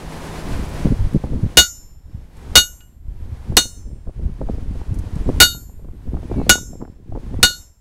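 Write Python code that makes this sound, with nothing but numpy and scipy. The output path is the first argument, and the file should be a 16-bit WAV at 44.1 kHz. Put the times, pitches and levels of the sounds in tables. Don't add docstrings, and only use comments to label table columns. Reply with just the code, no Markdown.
import sys
import numpy as np
from scipy import signal
from scipy.fft import rfft, irfft
from scipy.io import wavfile
from scipy.ndimage import uniform_filter1d

SR = 44100
rng = np.random.default_rng(int(sys.argv[2]) if len(sys.argv) > 2 else 0)


def dump_mix(stems):
    frames = np.atleast_2d(stems).T
    limited = np.clip(frames, -1, 1)
    pcm = np.round(limited * 32767).astype(np.int16)
    wavfile.write(sys.argv[1], SR, pcm)


def invert_db(x):
    u = np.asarray(x, float) / 20
    return 10 ** u


N = 344094
T = np.arange(N) / SR

# (start_s, strength_db, crack_db)
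BLOWS = [
    (1.5711, 17, -3.5),
    (2.5548, 17, -5),
    (2.806, -17, -8.5),
    (3.5684, 12, -1),
    (5.402, 18.5, -5),
    (6.494, 13.5, -2),
    (7.4291, 11.5, -1.5),
]


def unit(x):
    return x / np.sqrt(np.mean(x ** 2))


def band(x, lo_hz, hi_hz, order=2):
    return signal.sosfilt(signal.butter(order, [lo_hz, min(hi_hz, .45 * SR)], "band", fs=SR, output="sos"), x)


def coloured(points, size):
    points_hz, points_db = np.transpose(points)
    f = np.arange(size // 2 + 1) * SR / size + 1
    shape = invert_db(np.interp(np.log(f), np.log(points_hz), points_db))
    return unit(irfft(rfft(rng.standard_normal(size)) * shape, size))


def walk(rate):
    k = int(SR / rate)
    held = np.repeat(rng.standard_normal(N // k + 1), k)
    return 1.4 * uniform_filter1d(uniform_filter1d(held, k), k)[:N]


def add(out, s, x):
    i = max(int(s * SR), 0)
    out[i:i + len(x)] += x[:N - i]


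def impacts(rattle_db):
    # (frequency_hz, level_db per Hz)
    crack_spectrum = [(150, -5.5), (650, -7), (1150, -11.5), (2000, -3.5), (4000, -0.5), (7000, -3.5),
                      (11000, -6.5), (16000, -18.5)]
    # (frequency_hz, level_db per Hz)
    shed_spectrum = [(60, -4.5), (200, 5.5), (750, -2.5), (1150, -5.5), (1700, -5), (4000, -5),
                     (8000, -2.5), (16000, -19.5)]
    crack_t60_s, shed_t60_s = 0.026, 0.15
    out, t = np.zeros(N), T[:SR]
    for s, db, crack_db in BLOWS:
        crack = invert_db(crack_db + 8 - 60 * t / crack_t60_s) * coloured(crack_spectrum, SR)
        shake_db = 0.17 * rattle_db[int(s * SR / 2):][:SR]
        crack += invert_db(crack_db - 6.5 + shake_db - 60 * t / shed_t60_s) * coloured(shed_spectrum, SR)
        crack = band(crack, 44, 9000 * invert_db(db / 2))
        add(out, s, invert_db(db) * crack * np.minimum(t / 0.00022, 1))
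    return out


def modes(rattle_db):
    # ([pitch_hz, ..], [(level_db, t60_s), ..])
    foot, horn, waist = ([1399], [(-24, .38)]), ([1459, 1467, 14535], [(-2.5, .155), (-31, .45), (-32, .2)]), ([2893, 2882, 3090], [(-4, .15), (-30, .3), (-40, .3)])
    heel, neck, shoulder = ([3720, 3704, 3801], [(-4, .15), (-42, .4), (-28, .15)]), ([4263, 4278, 4325], [(-8, .19), (-33, .36), (-17, .11)]), ([4512], [(-7, .16)])
    face, rim, ledge = ([5925], [(-12, .125)]), ([5956], [(-24, .36)]), ([6369], [(-22, .33)])
    flat, edge, rib = ([6669, 6686], [(-11, .28), (-36, .35)]), ([5470, 7913, 7926, 9313, 10005, 10925, 10420, 10485], [(-26, .2),
                                      (-19, .24), (-32, .4), (-28, .2), (-38, .35), (-37, .35), (-21, .22),
                                      (-31, .25)]), ([3445], [(-15, .15)])
    # ([pitch_hz, ..], [(level_db, t60_s), ..])
    eye, cheek, peen, tang = ([7111, 7181, 11670, 13360, 15250], [(-26, .55), (-38, .6), (-46, .6),
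                              (-49, .5), (-42, .4)]), ([7366, 7424, 8848, 9658, 11860], [(-30, .8), (-30, .45),
                                           (-44, .6), (-39, .6), (-46, .6)]), ([12350, 12458, 12765], [(-42, .4), (-27, .4),
                                                          (-50, .45)]), ([12458], [(-46, 1.3)])
    bar, jaws, reins, stump = ([8947, 10090, 12000, 12630, 13090, 13290, 13700, 14790, 15160, 15400],
                               [(-42, .5), (-38, .55), (-42, .3), (-45, .45), (-41, .4), (-48, .6),
                               (-52, .6), (-48, .4), (-46, .4), (-50, .6)]), ([8662, 8666], [(-34, .5), (-48, 1.3)]), ([5360], [(-33, .85)]), ([62, 85, 330, 480, 760],
                                                                         [(-11, .2), (-16, .15), (-8, .045),
                                                                         (-4, .04), (-5, .04)])
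    # (foot_db, horn_db, waist_db, heel_db, neck_db)
    landing = [(-1.5, -5, 1, -1.5, -3), (-9.5, -7.5, 1, -0.5, -1.5), (-12, -9, -4, -30, -31.5),
               (-7, -12, -6.5, -3, -3), (0, -3, -3, -4.5, -5), (-1, -1, -3, -10, -11.5),
               (1, -2, -3, -0.5, 2)]
    # (face_db, rim_db, step_db, table_db, edge_db, rib_db)
    topside = [(0, -0.5, 0, 2, -5, -5), (3, 2, -2.5, 0, -2, -2.5), (-32.5, -32, -35, -32.5, -28, -30.5),
               (0.5, 6, 3.5, -3, -1.5, -10), (-2.5, -5.5, -5, -4.5, -1.5, -14.5),
               (-2, 2, -3, 1, -6.5, -11.5), (0.5, 3.5, -4.5, -4, -0.5, -9)]
    # (eye_db, cheek_db, peen_db, held_bar_db)
    swing = [(8, -5.5, 1, -9.5), (-5.5, 0, 2.5, -6), (-19, -25, -19.5, -18), (1, 2, -14, 9.5),
             (1, -6.5, 3.5, -2), (2, 8.5, -3.5, -5), (-1.5, 6, 3.5, -8)]
    # (shoulder_db, jaws_db, reins_db, tools' t60 [factor], reins' t60 [factor])
    grip = [(-3, -2, 3, 1.1, 1.02), (-3, 0, -4.5, 1, .6), (-32, -16.5, -26, 1.05, .9),
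            (-13, 8.5, 2.5, 0.94, .85), (-4, 2, -6, 1.05, .75), (-12, -2, 3.5, 0.87, .9),
            (-4, -4, 0, 1.1, 1.3)]
    damping = [(1.3, 1.2, 1.5, 1.3, 1.3), (1.4, 1.3, 1.2, 1.2, 1.2), (1.6, 1.8, 1.5, 1.7, 2),
               (1.5, 1.8, 1.8, 1.9, 1.4), (1.15, 1.3, 1.7, 1.7, 1.2), (1.3, 1.3, 2, 1.5, 1.4),
               (1.6, 1.8, 1.9, 1.8, 1.35)]
    # (after_s, extra_fade_db per s, table t60, peen t60 [factors])
    choke = [(.08, 170.5, 1.2, 1.1), (0.087, 120, 1.2, 1), (0.11, 49.5, 2, 1.05), (0.034, 79.5, 1.05, 1.05),
             (0.123, 79, 1.2, 1.35), (.06, 109, 1.2, 1.3), (.11, 149, 1.7, 1.2)]
    after = [-27.5, -29.5, -35, -31.5, -29, -31.5, -33]
    tang_share = [0.5, 4.5, -19, -13.5, 0.5, -4, 3]

    after_t60, after_split_hz = 1.9, 5.1
    load, load_s = 0.0025, 0.03
    anvil = [foot, horn, waist, heel, neck, face, rim, ledge, flat, edge, rib, shoulder]
    tools = [eye, cheek, peen, bar, jaws, reins, stump, tang]
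    loose = [1] * len(anvil) + [0.38] * len(tools)
    out = np.zeros(N)
    for i, (s, db, crack_db) in enumerate(BLOWS):
        horn_k, waist_k, heel_k, neck_k, top_k = damping[i]
        shoulder_db, jaws_db, reins_db, held_k, reins_k = grip[i]
        choke_s, choke_db, flat_k, peen_k = choke[i]
        stretch = [horn_k, horn_k, waist_k, heel_k, neck_k, top_k, top_k, top_k, flat_k, top_k, heel_k, neck_k]
        stretch += [held_k, held_k, peen_k, held_k, held_k, reins_k, held_k, held_k]
        shares_db = [*landing[i], *topside[i], shoulder_db]
        shares_db += [*swing[i], jaws_db, reins_db, crack_db, tang_share[i]]
        chance = {}
        for (pitches, rings), share_db, k, shaken in zip(anvil + tools, shares_db, stretch, loose):
            drawn = dict(zip(pitches, rng.standard_normal((len(rings), 2))))
            chance = {**drawn, **chance}
            for hz, (mode_db, t60) in zip(pitches, rings):
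                size, turn = chance[hz]
                u = T[:int(min(k * t60 * 2, 1.5) * SR)]
                shake_db = shaken * rattle_db[int(turn % 1 * N / 2):][:len(u)] * np.minimum(u / 0.14, 1)
                level_db = db + mode_db + share_db + 0.48 * size
                fade = invert_db(shake_db + level_db - 60 * u / (k * t60)) * (1 - np.exp(-u / 0.0017))
                lag_s = shaken * load * load_s * (1 - np.exp(-u / load_s))
                cycles = hz * (1 + 0.00029 * size) * (u - lag_s) + turn
                ring = np.sin(2 * np.pi * cycles + 0.15 * np.roll(shake_db, 500))
                if shaken == 1:
                    ring *= invert_db(-choke_db * (hz < 5000) * np.maximum(u - choke_s, 0))
                    linger = invert_db(after[i] + 60 * (1 - 1 / after_t60) * u / (k * t60))
                    ring += linger * np.sin(2 * np.pi * (hz + after_split_hz * turn) * u)
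                add(out, s, fade * ring)
    return out


def clutter():
    out, u = np.zeros(N), T[:SR // 4]
    for (s, db, crack_db), rows in zip(BLOWS, rng.random((len(BLOWS), 28, 4))):
        for k, (place, size, length, turn) in enumerate(rows):
            octave = (k + place) / 11
            level_db = db + crack_db - 25.5 - 2 * octave - 12 * size
            fade = invert_db(level_db - 60 * u / (0.13 * (1 + length)))
            add(out, s, fade * np.sin(2 * np.pi * (1700 * 2 ** octave * u + turn)))
    return out


def hammer():
    rattle_db = 3 * walk(38)
    return impacts(rattle_db) + modes(rattle_db) + clutter()


def eddies(per_s, lo_hz, hi_hz, scatter_db):
    kicks = (rng.random(N) < per_s / SR) * rng.standard_normal(N) * invert_db(scatter_db * rng.exponential(size=N))
    smooth = signal.butter(4, 1.9 * hi_hz, fs=SR, output="sos")
    bumps = signal.sosfilt(smooth, band(kicks, lo_hz, hi_hz))
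    return bumps / np.sqrt(uniform_filter1d(bumps ** 2, SR // 8) + 1e-9)


def wind():
    # (start_s, slow_level_db, sharpness_db = middle eddies re slow)
    breeze = [(0, -36, -35), (.4, -37.5, -36), (.8, -30.5, -3.5), (1.56, -26.5, -7.5), (1.95, -13, -20.5),
              (2.35, -28.5, -10), (2.72, -17, -19.5), (2.95, -21.5, -5.5), (3.399, -25.5, -19.5),
              (3.781, -15, -11.5), (4.38, -26, -34), (5.05, -23, -8.5), (5.55, -12, -7), (5.78, -13, -13),
              (6.252, -19.5, -5), (6.65, -11, -4), (6.97, -16.5, -2), (7.8, -21, -17.5)]
    # (peak_s, peak_db, half_length_s, sharpness_db)
    gusts = [(0.55, -25.5, 0.094, -2.5), (0.867, -13.5, 0.024, -1.5), (0.927, -13, 0.014, -2),
             (1.028, -10.5, 0.047, -32), (1.16, -14, 0.019, 8), (1.262, -22, 0.045, 1.5),
             (1.356, -11.5, 0.035, -3.5), (1.45, -15, 0.033, -3), (1.829, -30.5, 0.014, -15),
             (2.148, -12.5, 0.07, -14.5), (2.535, -31.5, 0.074, -1.5), (3.074, -4.5, 0.077, -24),
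             (3.266, -14, 0.098, -15), (3.535, -14, 0.049, -1.5), (3.659, -10, 0.012, -3),
             (3.904, -7.5, 0.081, -10.5), (4.086, -4, 0.019, -8.5), (4.252, -4, 0.07, -11.5),
             (4.421, -18, 0.019, 7), (4.489, -4.5, 0.017, -4), (4.606, -11.5, 0.2, -13),
             (4.964, -13.5, 0.063, -10), (5.2, -25, 0.072, -16), (5.288, -16.5, 0.021, 1),
             (5.863, -10, 0.074, -9), (6.128, -8, 0.063, -8), (6.372, -20.5, 0.059, 7),
             (6.833, -15, 0.037, 1.5), (7.12, -9, 0.058, -12), (7.383, -14.5, 0.078, -3)]
    s, db, sharp_db = np.transpose(breeze)
    parts = [(invert_db(np.interp(T, s, db)), np.interp(T, s, sharp_db))]
    parts += [(invert_db(db) * np.exp(-((T - s) / half_s) ** 2), sharp_db) for s, db, half_s, sharp_db in gusts]
    slow = sum(size for size, _ in parts)
    middle = sum(size * invert_db(sharp_db - 2) for size, sharp_db in parts)
    small = sum(size * invert_db(-25 + 0.86 * sharp_db) for size, sharp_db in parts)
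    out = slow * eddies(230, 0.76, 69, 0.99)
    out += middle * eddies(280, 88, 270, 1.7)
    return out + small * eddies(500, 310, 630, 3.5)


def buffets():
    # (peak_s, peak_db, centre_hz)
    pops = [(0.85, -2, 180), (0.901, -3, 107), (1.064, -11.5, 110), (1.154, -1, 221), (1.236, -14, 133),
            (1.267, -24, 188), (1.428, -3, 108), (1.456, -9.5, 152), (2.143, -16, 110.4),
            (3.496, -11, 102.8), (3.656, -33, 129), (4.069, -25, 223), (4.246, -14, 110), (4.41, -26, 104),
            (4.482, -40, 199), (4.704, -14.5, 158), (4.916, -7, 91), (5.158, -9, 120), (5.286, -29, 105),
            (5.545, -27.5, 157), (6.145, -16.5, 187), (6.313, -10.5, 270), (6.385, -7, 186),
            (6.819, -21.5, 270), (7.121, -40.5, 124), (7.156, -16.5, 223), (7.335, -16.5, 184)]
    # (peak_s, peak_db, spike_width_ms)
    rips = [(1.239, -21.5, 0.52), (1.269, -24.5, 0.62), (1.332, -25, 0.68), (3.521, -27.5, 0.58),
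            (3.655, -31.5, 0.81), (3.913, -44, 0.57), (4.071, -30, 0.66), (4.093, -32, 0.65),
            (4.193, -30.5, 0.93), (4.245, -39, 0.55), (4.282, -39.5, 0.67), (4.414, -16, 0.67),
            (4.437, -41.5, 0.52), (4.472, -41, 0.44), (4.487, -21, 0.61), (4.496, -23.5, 0.7),
            (4.535, -33, 0.98), (4.547, -31, 0.75), (4.581, -25, 0.94), (4.754, -31.5, 0.7),
            (4.814, -32.5, 0.44), (4.928, -42, 0.92), (5.166, -40, 0.44), (5.265, -34, 0.53),
            (5.29, -12, 0.68), (5.298, -15, 1), (5.546, -34.5, 0.56), (5.695, -45, 0.51),
            (5.792, -38, 0.73), (5.845, -39.5, 0.52), (5.886, -37.5, 0.54), (6.077, -30.5, 0.83),
            (6.119, -35.5, 0.66), (6.141, -28.5, 0.58), (6.168, -31, 0.4), (6.229, -29.5, 0.67),
            (6.299, -25, 0.79), (6.314, -16.5, 0.64), (6.34, -28.5, 0.43), (6.381, -27, 0.55),
            (6.399, -23, 0.5), (6.414, -19, 0.56), (6.466, -19.5, 0.77), (6.554, -21.5, 0.51),
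            (6.579, -29, 0.44), (6.732, -34.5, 0.59), (6.753, -30, 0.81), (6.806, -35, 0.5),
            (6.814, -31, 0.41), (6.821, -26, 0.6), (6.834, -37, 0.5), (6.85, -39, 0.28),
            (6.876, -37.5, 0.53), (7.122, -28.5, 0.6), (7.151, -26, 0.57), (7.16, -26, 0.56),
            (7.173, -24.5, 0.71), (7.341, -23, 0.61), (7.4, -25, 0.57), (7.505, -37, 0.47)]
    out = np.zeros(N)
    for (s, db, hz), side in zip(pops, rng.choice([-1, 1], len(pops))):
        u = (T[:2000] - .02) * np.pi * hz
        add(out, s - .013, side * invert_db(db - 3) * (1 - 2 * u ** 2) * np.exp(-u ** 2))
    t = T[:1500]
    swell = t / 0.0018 * np.exp(1 - t / 0.0036)
    for (s, db, width_ms), noise in zip(rips, rng.standard_normal((len(rips), 1500))):
        spike = band(1 / (1 + ((t - .0045) * 1000 / (0.7 * width_ms)) ** 2), 130, 3000, order=1)
        tear = swell * band(noise, 130 / width_ms, 429 / width_ms, order=4)
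        rip = band(unit(spike) + invert_db(-3.5) * unit(tear), 60, 1250 / width_ms, order=3)
        add(out, s - .0025, invert_db(db - 11.5) * rip)
    return out


def whistles():
    # (start_s, end_s, start_hz, end_hz)
    glides = [(5.222, 5.305, 7480, 7820), (6.235, 6.49, 2500, 2090), (6.35, 6.494, 2800, 2470),
              (6.365, 6.46, 4200, 3930), (6.325, 6.385, 3860, 3740), (6.43, 6.49, 4130, 4320),
              (6.415, 6.465, 4460, 4300), (6.295, 6.34, 3600, 3380), (6.21, 6.29, 1030, 980),
              (7.295, 7.355, 800, 960), (7.32, 7.415, 1780, 2080), (7.34, 7.39, 3470, 3300)]
    glide_db = [-51, -42, -43, -46, -48, -48, -50, -49, -41, -34, -40, -46]
    out, waver, flicker_db = np.zeros(N), 0.003 * walk(40), 2 * walk(36)
    starts = rng.integers(0, N // 2, len(glides))
    for (t0, t1, hz0, hz1), db, start in zip(glides, glide_db, starts):
        u = np.linspace(0, 1, int((t1 - t0) * SR))
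        hz = (hz0 + (hz1 - hz0) * u) * (1 + waver[start:][:len(u)])
        swell = invert_db(db - 4.5 + flicker_db[start:][:len(u)]) * np.sin(np.pi * u) ** 0.67
        add(out, t0, swell * np.sin(2 * np.pi * np.cumsum(hz) / SR))
    return out


def forge():
    # (frequency_hz, level_db per Hz)
    roar_spectrum = [(59, -34), (100, -3), (166, -0.5), (189, 1), (265, -2.5), (1050, -9.5), (1140, -13),
                     (1820, -15), (2500, -19), (10100, -29.5), (15800, -40.5)]
    roar = invert_db(-36 + 0.97 * walk(27)) * band(coloured(roar_spectrum, N), 140, 18000)
    hum_hz = 156.4 + 0.89 * walk(8)
    return roar + invert_db(-38.5 + 0.92 * walk(3.9)) * np.sin(2 * np.pi * np.cumsum(hum_hz) / SR)


def small_things():
    # (start_s, peak_db,
    # centre_hz)
    ticks = [(.69, -48, 9000), (1.135, -44, 9200), (2.368, -44, 8000), (4.943, -38, 7500),
             (4.952, -47, 10000), (4.988, -34, 7500), (5.155, -43, 6500), (5.526, -26, 2600),
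             (7.516, -26, 2600), (7.53, -29, 4470), (7.55, -45, 2210)]
    out, t = np.zeros(N), T[:900]
    for s, db, hz in ticks:
        tick = unit(band(rng.standard_normal(900), 0.65 * hz, 1.45 * hz))
        add(out, s, invert_db(db - 60 * t / 0.05) * tick)
    throb = np.maximum(np.sin(2 * np.pi * np.cumsum(12 + .7 * walk(2)) / SR), 0) ** 6
    buzz = unit(band(rng.standard_normal(N), 10100, 10800))
    return out + invert_db(-58.5 + 3 * walk(3.4)) * throb * buzz


def gain_db():
    # (wait_s, deepest_db, turns_after_s, settles_db, recovery_s)
    ducks = [
        (0.016, -27, 0.44, -15, 0.17),
        (0.021, -29.5, .465, -9, 0.2),
        (0.0073, -21, 0.48, -9, 0.41),
        (0.018, -26, 0.45, 1, 0.55),
        (0.0028, -27, 0.564, -13.5, 0.1),
        (0.015, -29.5, 0.29, -36, 0.11),
    ]
    # (centre_s, jump_db)
    steps = [
        (0.899, -6),
        (1.15, -3.5),
        (2.355, 8),
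        (4.799, 1.5),
        (5.141, 3),
        (7.12, 2),
    ]
    ducked_db = -22.5

    def jump(t, s, db):
        return db * (1 + np.tanh((t - s) / 0.045)) / 2

    gain = np.full(N, 2.5)
    for s, db in steps[:2]:
        gain += jump(T, s, db)
    hits = [s for s, db, _ in BLOWS if db > 0]
    for hit, (wait_s, deep_db, turn_s, settle_db, back_s) in zip(hits, ducks):
        i = int(hit * SR)
        u = T[i:] - hit
        drop = (gain[i] - ducked_db) * np.exp(-np.maximum(u - wait_s, 0) / 0.044)
        sink = np.interp(u, [0.19, turn_s], [ducked_db, deep_db])
        rise = (settle_db - deep_db) * (1 - np.exp(-np.maximum(u - turn_s, 0) / back_s))
        gain[i:] = drop + sink + rise + sum(jump(T[i:], s, db) for s, db in steps if s > hit)
    return gain


def scene():
    mono = hammer() + wind() + buffets() * invert_db(-gain_db()) + whistles() + forge() + small_things()
    return np.array([mono, mono])


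def low_pass(x):
    return signal.sosfilt(signal.butter(12, 15920, fs=SR, output="sos"), x)


def record(dry):
    clipped = np.clip(dry * invert_db(gain_db()), -.88, .88) + invert_db(-76) * rng.standard_normal(N)
    strain = uniform_filter1d(np.abs(band(clipped[0], 5000, 16000)), 200)
    apart = invert_db(-17) * np.maximum(strain - .02, 0) * unit(band(rng.standard_normal(N), 9500, 15500))
    cut = signal.sosfilt(signal.ellip(8, .2, 55, 15700, fs=SR, output="sos"), clipped)
    mix = np.clip(cut, -.95, .95) + apart * np.array([[1], [-1]])
    return low_pass(mix)


dry = scene()
out = record(dry)
dump_mix(out)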